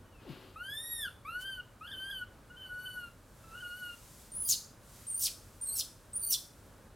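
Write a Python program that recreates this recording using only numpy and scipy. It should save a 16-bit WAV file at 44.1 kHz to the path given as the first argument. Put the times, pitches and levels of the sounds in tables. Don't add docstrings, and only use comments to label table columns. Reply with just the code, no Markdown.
import sys
import numpy as np
from scipy import signal
from scipy.fft import rfft, irfft, next_fast_len
from scipy.io import wavfile
from scipy.ndimage import map_coordinates

SR = 44100
rng = np.random.default_rng(int(sys.argv[2]) if len(sys.argv) > 2 else 0)


def unload_audio(sound):
    columns = np.transpose(np.atleast_2d(sound))
    steps = np.round(np.clip(columns, -1, 1) * 32767)
    wavfile.write(sys.argv[1], SR, steps.astype(np.int16))


N = 306529
T = np.arange(N) / SR


def amp(db):
    return 10 ** (np.asarray(db) / 20)


def along(points, hz):
    f, v = np.transpose(points)
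    return np.interp(np.log(hz + 1), np.log(f + 1), v)


def curves(rows, t):
    times, *columns = np.transpose(rows)
    return [np.interp(t, times, column) for column in columns]


def ramp(t, start, end):
    return np.clip((t - start) / (end - start), 0, 1)


def bumps(rows, t):
    return sum(height * np.exp(-((t - s) / width) ** 2) for s, width, height in rows)


def stretch(start, end, edge):
    i = np.arange(int((start - edge) * SR), int((end + edge) * SR))
    t = T[i]
    fade = np.clip(np.minimum(t - start, end - t) / edge + .5, 0, 1)
    return i, t, np.sin(np.pi / 2 * fade) ** 2


def wobble(rate, t):
    return map_coordinates(rng.standard_normal(len(t) // 2), [(t - t[0]) * rate], mode="wrap")


def cycle(hz):
    return 2 * np.pi * np.cumsum(hz) / SR


def filtered(x, response):
    size = next_fast_len(x.shape[-1] + 8192)
    return irfft(rfft(x, size) * response(np.fft.rfftfreq(size, 1 / SR)), size)[..., :x.shape[-1]]


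def noise(colour, t):
    x = filtered(rng.standard_normal(len(t)), lambda hz: amp(along(colour, hz)))
    return x / np.sqrt(np.mean(x ** 2) + 1e-20)


def stereo_noise(colour):
    # f/Hz, correlation
    likeness = [(40, 1), (150, 0.95), (600, 0.84), (2200, 0.93), (8000, 0.81), (13000, 1)]
    angle = lambda hz: np.arccos(np.clip(along(likeness, hz), -1, 1)) / 2
    mid = filtered(noise(colour, T), lambda hz: np.cos(angle(hz)))
    side = filtered(noise(colour, T), lambda hz: np.sin(angle(hz)))
    return np.array([mid + side, mid - side])


def foliage(rustle_db=0.54, brush_at_s=1.42, brush_width_s=0.017, brush_db=-55):
    # t/s, level/dB
    hiss_envelope = [(0, -72.5), (1.7, -72), (2.4, -72), (3.05, -66), (3.2, -70), (3.5, -63), (4.22, -58),
                     (4.35, -63.5), (4.78, -69), (4.93, -58.5), (5.03, -57.5), (5.15, -65), (5.55, -63.5),
                     (6, -67.5), (6.6, -66), (6.95, -71)]
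    # f/Hz, level/dB
    leaf_colour = [(1180, -18), (2000, -5), (2600, -5), (2960, -5.5), (3230, -3.5), (3680, -3.5),
                   (8120, 0.5), (12500, -3), (16000, -10)]
    swells = amp(curves(hiss_envelope, T)[0] + rustle_db * wobble(30, T))
    brush = bumps([(brush_at_s, brush_width_s, amp(brush_db))], T)
    return (swells + brush) * stereo_noise(leaf_colour)


def distant_rumble(level_db=-57.0, sway_db=0.66):
    # f/Hz, level/dB
    rumble_colour = [(10, -31), (22, -13.5), (40, 1.5), (65, -4.5), (100, 0.5), (180, -10), (210, -7.5),
                     (390, -14), (560, -11.5), (690, -17.5), (1100, -16.5), (1550, -18.5), (2000, -26.5),
                     (4000, -31.5), (8000, -43.5)]
    return amp(level_db + sway_db * wobble(8, T)) * stereo_noise(rumble_colour)


def far_call(quaver=.01):
    # t/s, f/Hz, level/dB
    contour = [(.06, 2960, -70), (.12, 2940, -79), (.16, 2660, -68), (.22, 2500, -72)]
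    out = np.zeros(N)
    i, t, gate = stretch(contour[0][0], contour[-1][0], edge=0.025)
    pitch, db = curves(contour, t)
    phase = cycle(pitch * (1 + quaver * wobble(98, t)))
    out[i] = gate * amp(db) * np.sqrt(2) * np.sin(phase)
    return out


def grunt(jitter=0.033, octave_db=-11):
    # t/s, f/Hz, relative level/dB
    contour = [(0.247, 565, -64), (.265, 418, -52.5), (.29, 269.5, -47.5), (.302, 154, -38.5),
               (.315, 133, -43), (.345, 125, -57)]
    out = np.zeros(N)
    i, t, gate = stretch(contour[0][0], contour[-1][0], edge=.01)
    pitch, db = curves(contour, t)
    phase = cycle(pitch * (1 + jitter * wobble(185, t)))
    out[i] = gate * amp(db) * np.sqrt(2) * (np.sin(phase) + amp(octave_db) * np.sin(2 * phase))
    return out


def scuff():
    # t/s, level/dB
    scuff_envelope = [(.2, -64), (.26, -61.5), (.3, -52.5), (.35, -54.5), (.43, -57.5), (0.561, -65)]
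    # f/Hz, level/dB
    bark_colour = [(120, -26), (230, 0.5), (420, -0.5), (600, -9.5), (1000, -10.5), (2100, -16),
                   (2800, -10.5), (4700, -18), (5800, -29), (10000, -34), (12500, -26), (16000, -39)]
    out = np.zeros(N)
    i, t, gate = stretch(scuff_envelope[0][0], scuff_envelope[-1][0], edge=0.032)
    out[i] = gate * amp(curves(scuff_envelope, t)[0]) * noise(bark_colour, t)
    return out


def coos(usual_hz=1538, tremor=0.0041, shimmer_db=2.5, sag_db=4.5, spill_db=-31, air_db=-18,
         edge_growth=2.77, edge_db_per_octave=21):
    # t/s, f/Hz
    arches = [
        [(0.56, 1230), (0.584, 1356), (0.619, 1445), (0.74, 1747), (0.846, 1871), (0.931, 1890), (0.99, 1831),
         (1.038, 1710), (1.088, 1360)],
        [(1.25, 1106), (1.297, 1348), (1.356, 1450), (1.486, 1575), (1.551, 1525), (1.61, 1431)],
        [(1.81, 1213), (1.878, 1552), (1.895, 1507), (1.916, 1570), (1.975, 1527), (2.064, 1565), (2.102, 1618),
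         (2.24, 1434)],
        [(2.5, 1437), (2.527, 1487), (2.553, 1417), (2.565, 1500), (2.58, 1546), (2.686, 1492), (2.698, 1464),
         (2.939, 1496), (3.087, 1371)],
        [(3.44, 1322), (3.531, 1332), (3.567, 1485), (3.579, 1432), (3.611, 1522), (3.635, 1439), (3.717, 1433),
         (3.776, 1491), (3.95, 1390)],
    ]
    # peak t/s, level/dB, swell to the peak/dB, bright edge/dB
    efforts = [(.985, -44, 7.5, -54), (1.5, -46.5, 1, -64), (2.16, -46.8, 4, -64), (2.95, -49, 9.5, -63.5),
               (3.82, -49.5, 9, -64)]
    # t/s, width/s, rise/share of pitch
    flips = [(1.881, .01, 0.092), (1.921, .009, 0.14), (2.115, 0.0066, 0.047), (2.868, .015, .02)]
    # t/s, width/s, roughness/0-1
    hoarse_spots = [(1.06, 0.023, 0.47), (1.59, 0.026, 0.33), (1.9, 0.062, 0.52), (2.11, 0.028, .4),
                    (2.23, 0.015, 0.35), (2.62, 0.1, 0.48), (2.9, .08, 0.17), (3.06, 0.043, 0.2),
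                    (3.56, 0.07, 0.57), (3.92, 0.033, 0.23)]
    # t/s, width/s, dip/dB
    falters = [(1.88, 0.054, -5.5), (2.54, 0.026, -9.5), (2.685, .014, -4), (2.835, 0.011, -7),
               (3.48, 0.031, -7)]
    # f/Hz, level/dB
    fundamental_colour = [(1130, 1), (1270, 4), (1340, 3.5), (1420, 1), (1465, 2.5), (1500, -2),
                          (1548, 6.5), (1585, 0.5), (1612, 1.5), (1660, -4), (1715, 1), (1790, -11),
                          (1865, -3), (1895, -13)]
    # f/Hz, level/dB
    octave_colour = [(2400, -11), (2760, -4), (2950, -8), (3010, 0), (3090, -0.5), (3480, 4), (3700, -1.5),
                     (3780, -9)]
    # f/Hz, level/dB
    throat_colour = [(3700, 5), (4500, -5), (5600, -14), (6200, -11.5), (7600, -14.5), (9000, -0.5),
                     (10500, -5.5), (11400, 1.5), (12300, 1), (13200, -15), (15000, -22), (17000, -33)]
    out = np.zeros(N)
    for arch, (peak, level_db, swell_db, edge_db) in zip(arches, efforts):
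        start, end = arch[0][0], arch[-1][0]
        i, t, gate = stretch(start, end, edge=.008)
        pitch, = curves(arch, t)
        flip, rough = bumps(flips, t), bumps(hoarse_spots, t)
        effort_db = -swell_db * (1 - ramp(t, start, peak)) ** 2 - sag_db * ramp(t, peak, end) ** 2
        bright_db = edge_db + edge_growth * effort_db + edge_db_per_octave * np.log2(pitch / usual_hz)
        pitch = pitch * (1 + flip + tremor * wobble(70.2, t))
        db = level_db + effort_db + bumps(falters, t)
        fundamental_db = db + along(fundamental_colour, pitch)
        octave_db = db + along(octave_colour, 2 * pitch) + 32 * flip
        pitch = pitch * (1 + 0.023 * rough * wobble(500, t))
        phase = cycle(pitch)
        gains = [amp(fundamental_db), amp(octave_db)]
        gains += [amp(bright_db + along(throat_colour, k * pitch)) for k in range(3, 11)]
        gains[2] += amp(octave_db + spill_db)
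        voice = sum(gain * amp(shimmer_db * wobble(59.68, t)) * np.sin(k * phase)
                    for k, gain in enumerate(gains, 1))
        breath = amp(bright_db + air_db + 16 * rough) * noise([(2000, -44)] + throat_colour, t)
        flutter = amp(3.0 * rough * wobble(250.8, t))
        out[i] += gate * flutter * (np.sqrt(2) * voice + breath)
    return out


def squeals(tremor=0.006, jitter=0.0048, shimmer_db=2.5, db_per_octave=20, doubling_s=0.017,
            twin_ratio=0.96, twin_db=-15, twin_swing_db=6, twin_slip_rad=0.29, split_slip_rad=0.35,
            halves_trace_db=-33, thirds_trace_db=-37, air_db=-20.0):
    # t/s, f/Hz
    contours = [
        [(4.319, 8840), (4.335, 8900), (4.341, 9400), (4.385, 10150), (4.429, 9980), (4.447, 9639),
         (4.49, 9700)],
        [(5.068, 8420), (5.088, 9190), (5.104, 9020), (5.11, 8610), (5.122, 8500), (5.194, 9460), (5.21, 8540),
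         (5.229, 8630)],
        [(5.612, 8630), (5.636, 9300), (5.662, 8150), (5.682, 8756), (5.706, 8030), (5.732, 9160),
         (5.764, 8040), (5.78, 7900)],
        [(6.132, 8370), (6.15, 8800), (6.154, 9150), (6.164, 9611), (6.198, 9470), (6.21, 9080), (6.304, 9080),
         (6.317, 7930)],
    ]
    # relative level/dB, opening accent/dB, period doubled t/s, halves/dB,
    # period tripled t/s, tripling time/s, thirds/dB
    strains = [(-37, -2, 4.458, -8, 4.487, 0.087, -8), (-38, 1, 5.17, -22, 5.215, 0.065, -1.5),
               (-37.5, -2, 5.675, -12.5, 5.762, .03, -4.5), (-38, 4.5, 6.226, -9, 6.31, 0.053, 2)]
    # f/Hz, level/dB
    split_colour = [(2800, -21), (4500, -4), (5700, -4), (11500, 3.5), (14000, 4), (16500, 8)]
    # f/Hz, level/dB
    air_colour = [(2000, -41), (3200, -19), (6000, -2), (7800, -3), (9500, -21), (10700, -18), (12000, 14),
                  (13200, -11), (14600, -7), (16500, -7)]
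    out = np.zeros(N)
    for contour, strain in zip(contours, strains):
        level_db, accent_db, doubled_at, halves_db, tripled_at, tripling_s, thirds_db = strain
        i, t, gate = stretch(contour[0][0], contour[-1][0], edge=.003)
        pitch, = curves(contour, t)
        push_db = bumps([(t[0] + 0.025, 0.026, accent_db)], t)
        db = level_db + db_per_octave * np.log2(pitch / pitch.mean()) + push_db
        halves_gain = amp(np.interp(t, [doubled_at - doubling_s, doubled_at],
                                    [halves_trace_db, halves_db]))
        thirds_gain = amp(np.interp(t, [tripled_at - tripling_s, tripled_at],
                                    [thirds_trace_db, thirds_db]))
        pitch = pitch * (1 + tremor * wobble(251, t) + jitter * wobble(1400, t))
        phase = cycle(pitch)

        def partial(ratio):
            gain = amp(along(split_colour, ratio * pitch) + shimmer_db * wobble(198, t))
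            return gain * np.sin(ratio * (phase + split_slip_rad * wobble(1200, t)))

        halves = partial(1 / 2) + partial(3 / 2)
        thirds = sum(partial(k / 3) for k in (1, 2, 4, 5))
        twin_gain = amp(twin_db + twin_swing_db * np.tanh(wobble(30.6, t)))
        twin = twin_gain * np.sin(twin_ratio * phase + twin_slip_rad * wobble(377, t))
        voice = np.sin(phase) + twin + halves_gain * halves + thirds_gain * thirds
        air = amp(air_db) * np.linspace(.3, 1.5, len(t)) * noise(air_colour, t)
        out[i] += gate * amp(db + shimmer_db * wobble(148.7, t)) * (np.sqrt(2) * voice + air)
    return out


def rasps(jitter=0.0502, ragged_rate=650, octave_db=-8, core_colour_depth=0.37, crossover_hz=5200,
          treble_fade_db=-11, low_db=-2, low_lag_db=-9.0, onset_db=-14, release_db=-4, flutter_db=3.0):
    # start t/s, full t/s, end t/s, relative noise level/dB,
    # relative core level/dB, core's first f/Hz, core's last f/Hz
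    collapses = [(4.478, 4.498, 4.544, -27.5, -28, 6890, 3850), (5.194, 5.242, 5.281, -29, -35, 5960, 2690),
                 (5.756, 5.793, 5.817, -32, -35.5, 5460, 3310),
                 (6.304, 6.325, 6.351, -29.5, -31, 5620, 3533)]
    # f/Hz, level/dB
    rasp_colour = [(1700, -30), (2400, -13.5), (3300, -4), (4200, -0.5), (5800, 2), (7500, -0.5),
                   (10000, 1), (12000, -5.5), (14200, -1.5), (16500, -10)]

    def ragged(phase, t):
        return wobble(ragged_rate, t) * np.sin(phase) + wobble(ragged_rate, t) * np.cos(phase)

    out = np.zeros(N)
    for start, full, end, noise_db, core_db, first_hz, last_hz in collapses:
        i, t, gate = stretch(start, end, edge=.008)
        rise, fall = ramp(t, start, full), ramp(t, full, end)
        slide = np.sin(np.pi / 2 * fall) ** 2
        pitch = first_hz + (last_hz - first_hz) * slide
        phase = cycle(pitch * (1 + jitter * wobble(1500, t)))
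        core_gain = amp(core_db + core_colour_depth * along(rasp_colour, pitch)) * rise
        core = core_gain * (ragged(phase, t) + amp(octave_db) * ragged(2 * phase, t))
        chaos = noise(rasp_colour, t)
        low = filtered(chaos, lambda hz: 1 / (1 + (hz / crossover_hz) ** 8))
        treble = chaos - low
        darkening = amp(treble_fade_db * fall) * treble + amp(low_db + low_lag_db * (1 - slide)) * low
        db = onset_db * (1 - rise) + release_db * fall ** 4 + flutter_db * wobble(597, t)
        out[i] += gate * amp(db) * (core + amp(noise_db) * darkening)
    return out


def canopy(x, trunks_db, leaves_db, trunks_t60_s=0.095, echoes_per_s=900, side_db=-10):
    # f/Hz, t60/s
    leaf_decay = [(200, 0.34), (1500, 0.28), (4000, .36), (9000, 0.39), (16000, 0.3)]
    # f/Hz, relative side level/dB
    echo_width = [(1500, -1), (2500, -9.5), (5000, -2.5), (10000, 0), (12500, -11.5)]
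    hz, t, spectra = signal.stft(rng.standard_normal((2, SR // 2)), SR, nperseg=256)
    tail = signal.istft(spectra * amp(-60 * t / along(leaf_decay, hz)[:, None]), SR, nperseg=256)[1]
    lag = np.arange(tail.shape[1]) / SR
    taps = rng.standard_normal(tail.shape) * (rng.random(tail.shape) < echoes_per_s / SR)
    trunks = taps * amp(-60 * lag / trunks_t60_s) * (lag > .003)
    impulse = sum(amp(db) * part / np.linalg.norm(part, axis=1, keepdims=True)
                  for db, part in [(trunks_db, trunks), (leaves_db, tail)])
    mid, side = signal.fftconvolve(x[None], impulse, axes=1)[:, :N]
    side = filtered(side, lambda hz: amp(side_db + along(echo_width, hz)))
    return np.array([mid + side, mid - side])


def scene(grunt_db=-3, squeal_db=-3.5, rasp_db=-2, opening_pan_db=2.5, coo_pan_db=0.16):
    pan_left = lambda db: amp([[db], [-db]])
    cooing = coos()
    opening = amp(grunt_db) * grunt() + scuff() + far_call()
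    shrill = amp(squeal_db) * squeals() + amp(rasp_db) * rasps()
    direct = opening * pan_left(opening_pan_db) + cooing * pan_left(coo_pan_db) + shrill
    echoes = canopy(opening + cooing, trunks_db=-7, leaves_db=-9.5)
    echoes += canopy(shrill, trunks_db=-4.5, leaves_db=-7)
    return direct + echoes + foliage() + distant_rumble()


def record(dry, top_hz=16500):
    return filtered(dry, lambda hz: hz < top_hz)


dry = scene()
out = record(dry)
unload_audio(out)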